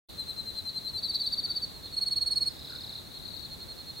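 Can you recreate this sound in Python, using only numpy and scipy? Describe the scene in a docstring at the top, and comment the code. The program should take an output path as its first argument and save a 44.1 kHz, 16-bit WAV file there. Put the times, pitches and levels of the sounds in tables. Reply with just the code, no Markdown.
"""Night on a wooded slope, with a far cricket chorus, a low rumble of air and hiss throughout.
A slow cricket starts to trill, each wing stroke a tone that sags as the wings close; a higher one joins.
From about 1 s others answer with fast runs of falling sweeps, and a small animal chatters faintly.
Near 2 s a close cricket sings, then a faint thin one; the runs and the chatter return, and a far cricket
has the last turn. The undergrowth scatters every stroke into a short echo."""
import sys
import numpy as np
from scipy import signal
from scipy.fft import rfft, irfft, next_fast_len
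from scipy.io import wavfile
from scipy.ndimage import map_coordinates

SR = 44100
rng = np.random.default_rng(int(sys.argv[2]) if len(sys.argv) > 2 else 0)


def bounce(signal):
    """Save signal as a 16-bit WAV file at the path given by the first command-line argument."""
    frames = np.transpose(np.atleast_2d(signal))
    limited = np.clip(frames, -1, 1)
    pcm = np.round(limited * 32767).astype(np.int16)
    wavfile.write(sys.argv[1], SR, pcm)


N = 176400


# One wing stroke. Each row: seconds from its loud middle, pitch in Hz, level in dB.
NEAR_SHAPE = [(-.022, 4300, -22), (-.015, 4335, -4.7), (-.007, 4362, -2.9), (.002, 4335, 0),
              (.008, 4302, -1), (.012, 4190, -8), (.018, 3940, -23)]
# The trill. Each row: time in seconds, level in dB, length as a multiple of the usual, pitch shift in Hz.
NEAR_TRILL = [(1.941, -37, 0.95, -15), (1.982, -26, 0.85, -12), (2.029, -26, 0.99, -3),
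              (2.078, -26, 0.99, 8), (2.127, -26, 0.99, 5), (2.177, -25.5, 0.98, -4),
              (2.225, -25, 0.91, -4), (2.277, -25, 0.92, 3), (2.324, -25, 1, 5), (2.375, -24.5, 0.98, 5),
              (2.425, -25, 0.95, -3), (2.476, -25.5, 1, 0)]

def near_cricket():
    """The closest, loudest cricket rubs its wings about twenty times a second."""
    return cricket(NEAR_SHAPE, NEAR_TRILL, pan_db=-2, overtones_db=(-21, -34.5), echo_db=-15.5)


# One wing stroke. Each row: seconds from its loud middle, pitch in Hz, level in dB.
HIGH_SHAPE = [(-.024, 4380, -20), (-.015, 4538, -10.5), (-.008, 4594, -3), (-.002, 4585, -2.5),
              (.005, 4510, -1.5), (.012, 4327, -6.5), (.018, 3950, -25)]
# The trill. Each row: time in seconds, level in dB, length as a multiple of the usual, pitch shift in Hz.
HIGH_TRILL = [(.589, -43, .7, -160), (0.699, -36.5, .7, -170), (.785, -39, .8, -170),
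              (0.894, -34, .8, -190), (0.988, -31.5, 0.81, -46), (1.044, -29.5, 0.97, -11),
              (1.101, -27, 1, 15), (1.158, -25.5, 0.81, -5), (1.214, -27, 0.97, -11),
              (1.274, -26, 0.75, -18), (1.335, -25.5, 0.9, 12), (1.391, -26.5, 0.91, 6),
              (1.451, -27, 1, -2), (1.511, -27, 1, -4), (1.572, -27, 1, -10), (1.638, -27, 1, -24)]

def high_cricket():
    """A higher cricket starts softly, then strokes faster and louder."""
    return cricket(HIGH_SHAPE, HIGH_TRILL, pan_db=.8, overtones_db=(-28.5, -38), echo_db=-11.5)


# One wing stroke. Each row: seconds from its loud middle, pitch in Hz, level in dB.
SLOW_SHAPE = [(-.042, 4200, -25), (-.028, 4145, -11), (-.014, 4110, -4), (.002, 4097, 0), (.008, 4060, -2),
              (.013, 3930, -7.5), (.019, 3720, -22)]

def slow_cricket(count, start_s=.208, period_s=.0947, start_db=-32.5, grow_db_per_s=1):
    """Evenly spaced wing strokes that grow a little louder."""
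    strokes = [(start_s + t, start_db + grow_db_per_s * t) for t in period_s * np.arange(count)]
    return cricket(SLOW_SHAPE, strokes, pan_db=5, overtones_db=(-25.5, -28.5), echo_db=-8)


# One wing stroke. Each row: seconds from its loud middle, pitch in Hz, level in dB.
FAR_SHAPE = [(-.036, 4290, -14), (-.023, 4264, -4.5), (-.008, 4250, -2), (.002, 4246, 0),
             (.008, 4210, -1.5), (.013, 4095, -8), (.019, 3900, -21)]
# The trill. Each row: time in seconds, level in dB.
FAR_TRILL = [(1.768, -46), (1.860, -40), (3.071, -51), (3.169, -44), (3.261, -45), (3.352, -45),
             (3.446, -42), (3.537, -40.5), (3.629, -41.5), (3.717, -40), (3.807, -42), (3.899, -39.5),
             (3.991, -39.5)]

def far_cricket():
    """A far cricket gives two strokes, waits, then trills to the end."""
    return cricket(FAR_SHAPE, FAR_TRILL, pan_db=-1.5, overtones_db=(-26.5, -35), echo_db=-22.5)


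# One wing stroke. Each row: seconds from its loud middle, pitch in Hz, level in dB.
THIN_SHAPE = [(-.007, 5230, -14), (-.003, 5070, -1), (.002, 5020, 0), (.008, 4840, -13)]
# The trill. Each row: time in seconds, level in dB.
THIN_TRILL = [(2.339, -52), (2.384, -57), (2.442, -51.5), (2.490, -52), (2.545, -55), (2.597, -52),
              (2.653, -52), (2.706, -52), (2.758, -54), (2.814, -52), (2.869, -55), (2.926, -54)]

def thin_cricket():
    """Faint, short, very high strokes with an echo almost as strong as they are."""
    return cricket(THIN_SHAPE, THIN_TRILL, pan_db=-2, overtones_db=(-40, -43), echo_db=-.5)


# One fast wing stroke. Each row: seconds from its middle, pitch in Hz, level in dB.
SWEEP_SHAPE = [(-.016, 4500, -24), (-.0125, 4390, -1), (-.006, 4170, -1.5), (0, 3900, 0),
               (.004, 3710, -2.5), (.01, 3400, -18)]
# The runs. Each row: first and last stroke in seconds, level in dB, pitch shift in Hz,
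# left over right in dB, stroke length as a multiple of the usual.
SWEEP_RUNS = [(0.975, 1.34, -42, -8, 1, 0.92), (1.2, 1.606, -44, 0, 21, .95),
              (2.567, 2.989, -41.5, 1, 1.5, 0.93), (3.116, 3.463, -41.5, 100, 15, 0.85)]

def sweep_runs(period_s=.0285, swell_s=.14, swell_db=6, late_s=.012, grit_db=2.5, scatter_s=.0008):
    """Fast falling sweeps, gritty as the wing's file bites unevenly; the wings open wider as a run starts."""
    out = np.zeros((2, N))
    for first, last, db, shift_hz, pan_db, length in SWEEP_RUNS:
        times = np.linspace(first, last, round((last - first) / period_s) + 1)
        shyness = np.clip(1 - (times - first) / swell_s, 0, 1)  # early strokes are softer and shorter
        times += scatter_s * rng.standard_normal(len(times))
        strokes = [(s, db - swell_db * shy, length, shift_hz, late_s * np.sqrt(shy), grit_db)
                   for s, shy in zip(times, shyness)]
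        out += cricket(SWEEP_SHAPE, strokes, pan_db, overtones_db=(-34, -25.5), echo_db=-6.5)
    return out


def cricket(shape, strokes, pan_db, overtones_db, echo_db):
    """One insect plays its strokes from one perch, each followed by its echo."""
    out = np.zeros((2, N))
    for row in strokes:
        start_s, tone = wing_stroke(shape, overtones_db, *row)
        sound = amp(echo_db) * undergrowth(tone)
        sound[:, :len(tone)] += tone
        add(out, start_s, panned(sound, pan_db))
    return out


def wing_stroke(shape, overtones_db, s, db, length=1, shift_hz=0, silent_s=0, flutter_db=.92):
    """One closing of the wings: a gliding tone with two overtones. Returns its start time and sound."""
    stray_hz, waver_hz, overtone_flutter_db, blur_radians = 4, 8.3, 4, .7
    when, hz, level = np.transpose(shape)
    size = SR // 10
    t = when[0] + np.arange(size) / SR / length
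    pitch = np.interp(t, when, hz) + shift_hz
    pitch += stray_hz * rng.standard_normal() + waver_hz * wobble(314, size)
    fade_in = np.clip((t - when[0] - silent_s) / .0034, 0, 1)
    fade_out = np.clip((when[-1] - t) / .0043 + 1, 0, 1)
    force = fade_in * fade_out * amp(np.interp(t, when, level) + flutter_db * wobble(359, size))
    phase = 2 * np.pi * np.cumsum(pitch) / SR
    tone = np.sin(phase)
    for multiple, overtone_db in enumerate(overtones_db, 2):  # two and three times the pitch
        gain = amp(overtone_db + overtone_flutter_db * wobble(135, size))
        tone += gain * np.sin(multiple * phase + blur_radians * wobble(395, size))
    return s + when[0] * length, np.sqrt(2) * amp(db) * force * tone


# The rasps. Each row: time in seconds, level in dB.
SCRAPE_TIMES = [(.372, -53), (.457, -61), (1.148, -42.5), (1.337, -52), (1.452, -50), (1.638, -48)]
# Their tone colour. 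Each row: frequency in Hz, level in dB.
SCRAPE_SPECTRUM = [(2500, -40), (3800, 0), (4800, -1), (5600, -9), (7000, -16), (9000, -25), (15000, -36)]

def scrapes(width_s=.003):
    """Brief dry rasps where the wing's file, its row of tiny teeth, catches."""
    t = np.arange(N) / SR
    bursts = sum(amp(db) * bump(t - s, width_s) for s, db in SCRAPE_TIMES)
    return bursts * stereo_noise(SCRAPE_SPECTRUM, likeness=[(5000, .62)])


def undergrowth(x, stems_s=.045, slope_s=.33, stems_db=1.5):
    """Echo from near stems and the slope behind, different at each ear; each dies by 60 dB in its time."""
    t = np.arange(SR // 3) / SR
    fade = amp(-60 * t / slope_s) + amp(stems_db - 60 * t / stems_s)
    build_up = 1 - np.exp(-t / .0038)
    tail = rng.standard_normal((2, len(t))) * fade * build_up
    tail /= np.linalg.norm(tail, axis=1, keepdims=True)
    return signal.fftconvolve(x[None], tail, axes=1)


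# The animal's calls. Each row: middle in seconds, level in dB, pitch in Hz.
CHATTER_CALLS = [(1.495, -56.5, 1437), (2.736, -48, 1470)]

def chatter(pulses_per_s=77, width_s=.029):
    """A small animal's brief, rapidly pulsed calls, off to the right."""
    t, out = np.arange(N) / SR, np.zeros(N)
    for s, db, hz in CHATTER_CALLS:
        pulses = .5 + .5 * np.cos(2 * np.pi * pulses_per_s * (t - s))
        pitch = hz + 50 * wobble(250, N)
        tone = np.sin(2 * np.pi * np.cumsum(pitch) / SR)
        out += amp(db + 3) * bump(t - s, width_s) * pulses * tone
    return panned(out, pan_db=-10)


# The blur of countless crickets. Each row: frequency in Hz, level in dB.
CHORUS_SPECTRUM = [(2900, -35), (3300, -16), (3600, -8.5), (3900, -5), (4150, -4.5), (4350, -4.5),
                   (4520, -10.5), (4700, -17.5), (5200, -53)]

def chorus(count, blur_db=-51.5, trill_db=-58, fade_db_per_s=.45):
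    """Distant trills at their own rates and pitches over a blur of others, all slowly fading."""
    out = amp(blur_db + 1.6 * wobble(14, N)) * stereo_noise(CHORUS_SPECTRUM, likeness=[(4000, .41)])
    for offset, spacing, lowness, side in rng.random((count, 4)):
        times = np.arange(offset * .09, N / SR, .06 + .04 * spacing)
        strokes = [(s, trill_db, 1, 50 - 300 * lowness) for s in times]
        out += cricket(FAR_SHAPE, strokes, pan_db=8 * (side - .5), overtones_db=(-40, -40), echo_db=-3)
    return out * amp(-fade_db_per_s * (np.arange(N) - N / 2) / SR)


# Tone colour of the rumble and the hiss. Each row: frequency in Hz, level in dB.
RUMBLE_SPECTRUM = [(12, -41), (20, -14), (54, -1.5), (97, 0), (361, -8.5), (1050, -16.5), (1290, -17.5),
                   (1460, -18.5), (1830, -19.5), (2900, -23.5), (3770, -46), (6380, -120)]
HISS_SPECTRUM = [(2000, -29), (2900, 0.5), (6000, 0.5), (10000, -0.5), (15800, -2)]
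# How alike each is at the two ears. Each row: frequency in Hz, likeness from 0 (unrelated) to 1 (same).
RUMBLE_LIKENESS = [(30, 0.59), (100, 0.23), (300, 0.018), (3000, .03)]
HISS_LIKENESS = [(3000, 0.046), (5500, 0.26), (7000, 0.86), (15000, 1)]

def night_air(rumble_db=-49, hiss_db=-56):
    """Low rumble of the open air and an even hiss."""
    rumble = amp(rumble_db + .38 * wobble(4.92, N)) * stereo_noise(RUMBLE_SPECTRUM, RUMBLE_LIKENESS)
    return rumble + amp(hiss_db) * stereo_noise(HISS_SPECTRUM, HISS_LIKENESS)


def stereo_noise(spectrum, likeness):
    """Noise of strength 1, made of a part both ears share and a part opposite in each."""
    def response(hz):
        angle = np.arccos(np.clip(along(likeness, hz), -1, 1)) / 2
        return amp(along(spectrum, hz)) * [np.cos(angle), np.sin(angle)]
    shared, opposite = filtered(rng.standard_normal((2, N)), response)
    return unit(np.array([shared + opposite, shared - opposite]))


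def amp(db):
    """Turn decibels into a multiplier."""
    return 10 ** (np.asarray(db) / 20)


def unit(x):
    """Scale to an average strength (rms) of 1."""
    return x / np.sqrt(np.mean(x ** 2) + 1e-20)


def along(points, hz):
    """Read between (Hz, value) points, with octaves evenly spaced."""
    frequencies, values = np.transpose(points)
    return np.interp(np.log(hz + 1), np.log(frequencies + 1), values)


def bump(t, width_s):
    """A bell-shaped rise and fall around time zero."""
    return np.exp(-.5 * (t / width_s) ** 2)


def wobble(rate, size):
    """A smooth curve through `rate` random values a second."""
    return map_coordinates(rng.standard_normal(int(size * rate / SR) + 4), [np.arange(size) * rate / SR])


def filtered(x, response):
    """Scale each frequency in x by response(hz)."""
    size = next_fast_len(N + SR // 2)
    return irfft(rfft(x, size) * response(np.fft.rfftfreq(size, 1 / SR)), size)[..., :N]


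def add(track, s, x):
    """Mix x into the stereo track at s seconds."""
    start = max(0, round(s * SR))
    part = track[:, start:start + x.shape[1]]
    part += x[:, :part.shape[1]]


def panned(x, pan_db):
    """Place a sound at equal power: positive pan_db is left, negative is right."""
    return unit(amp([[pan_db / 2], [-pan_db / 2]])) * x


def scene():
    """All the singers over the night air."""
    singers = slow_cricket(count=12) + high_cricket() + near_cricket() + far_cricket() + thin_cricket()
    return singers + sweep_runs() + scrapes() + chorus(count=3) + chatter() + night_air()


def record(dry, start_s=.086, top_hz=15850):
    """The sound opens after a moment of silence and holds nothing above top_hz."""
    opening = np.clip((np.arange(N) / SR - start_s) / .011, 0, 1)
    return filtered(dry * opening, lambda hz: hz < top_hz)


dry = scene()
out = record(dry)
bounce(out)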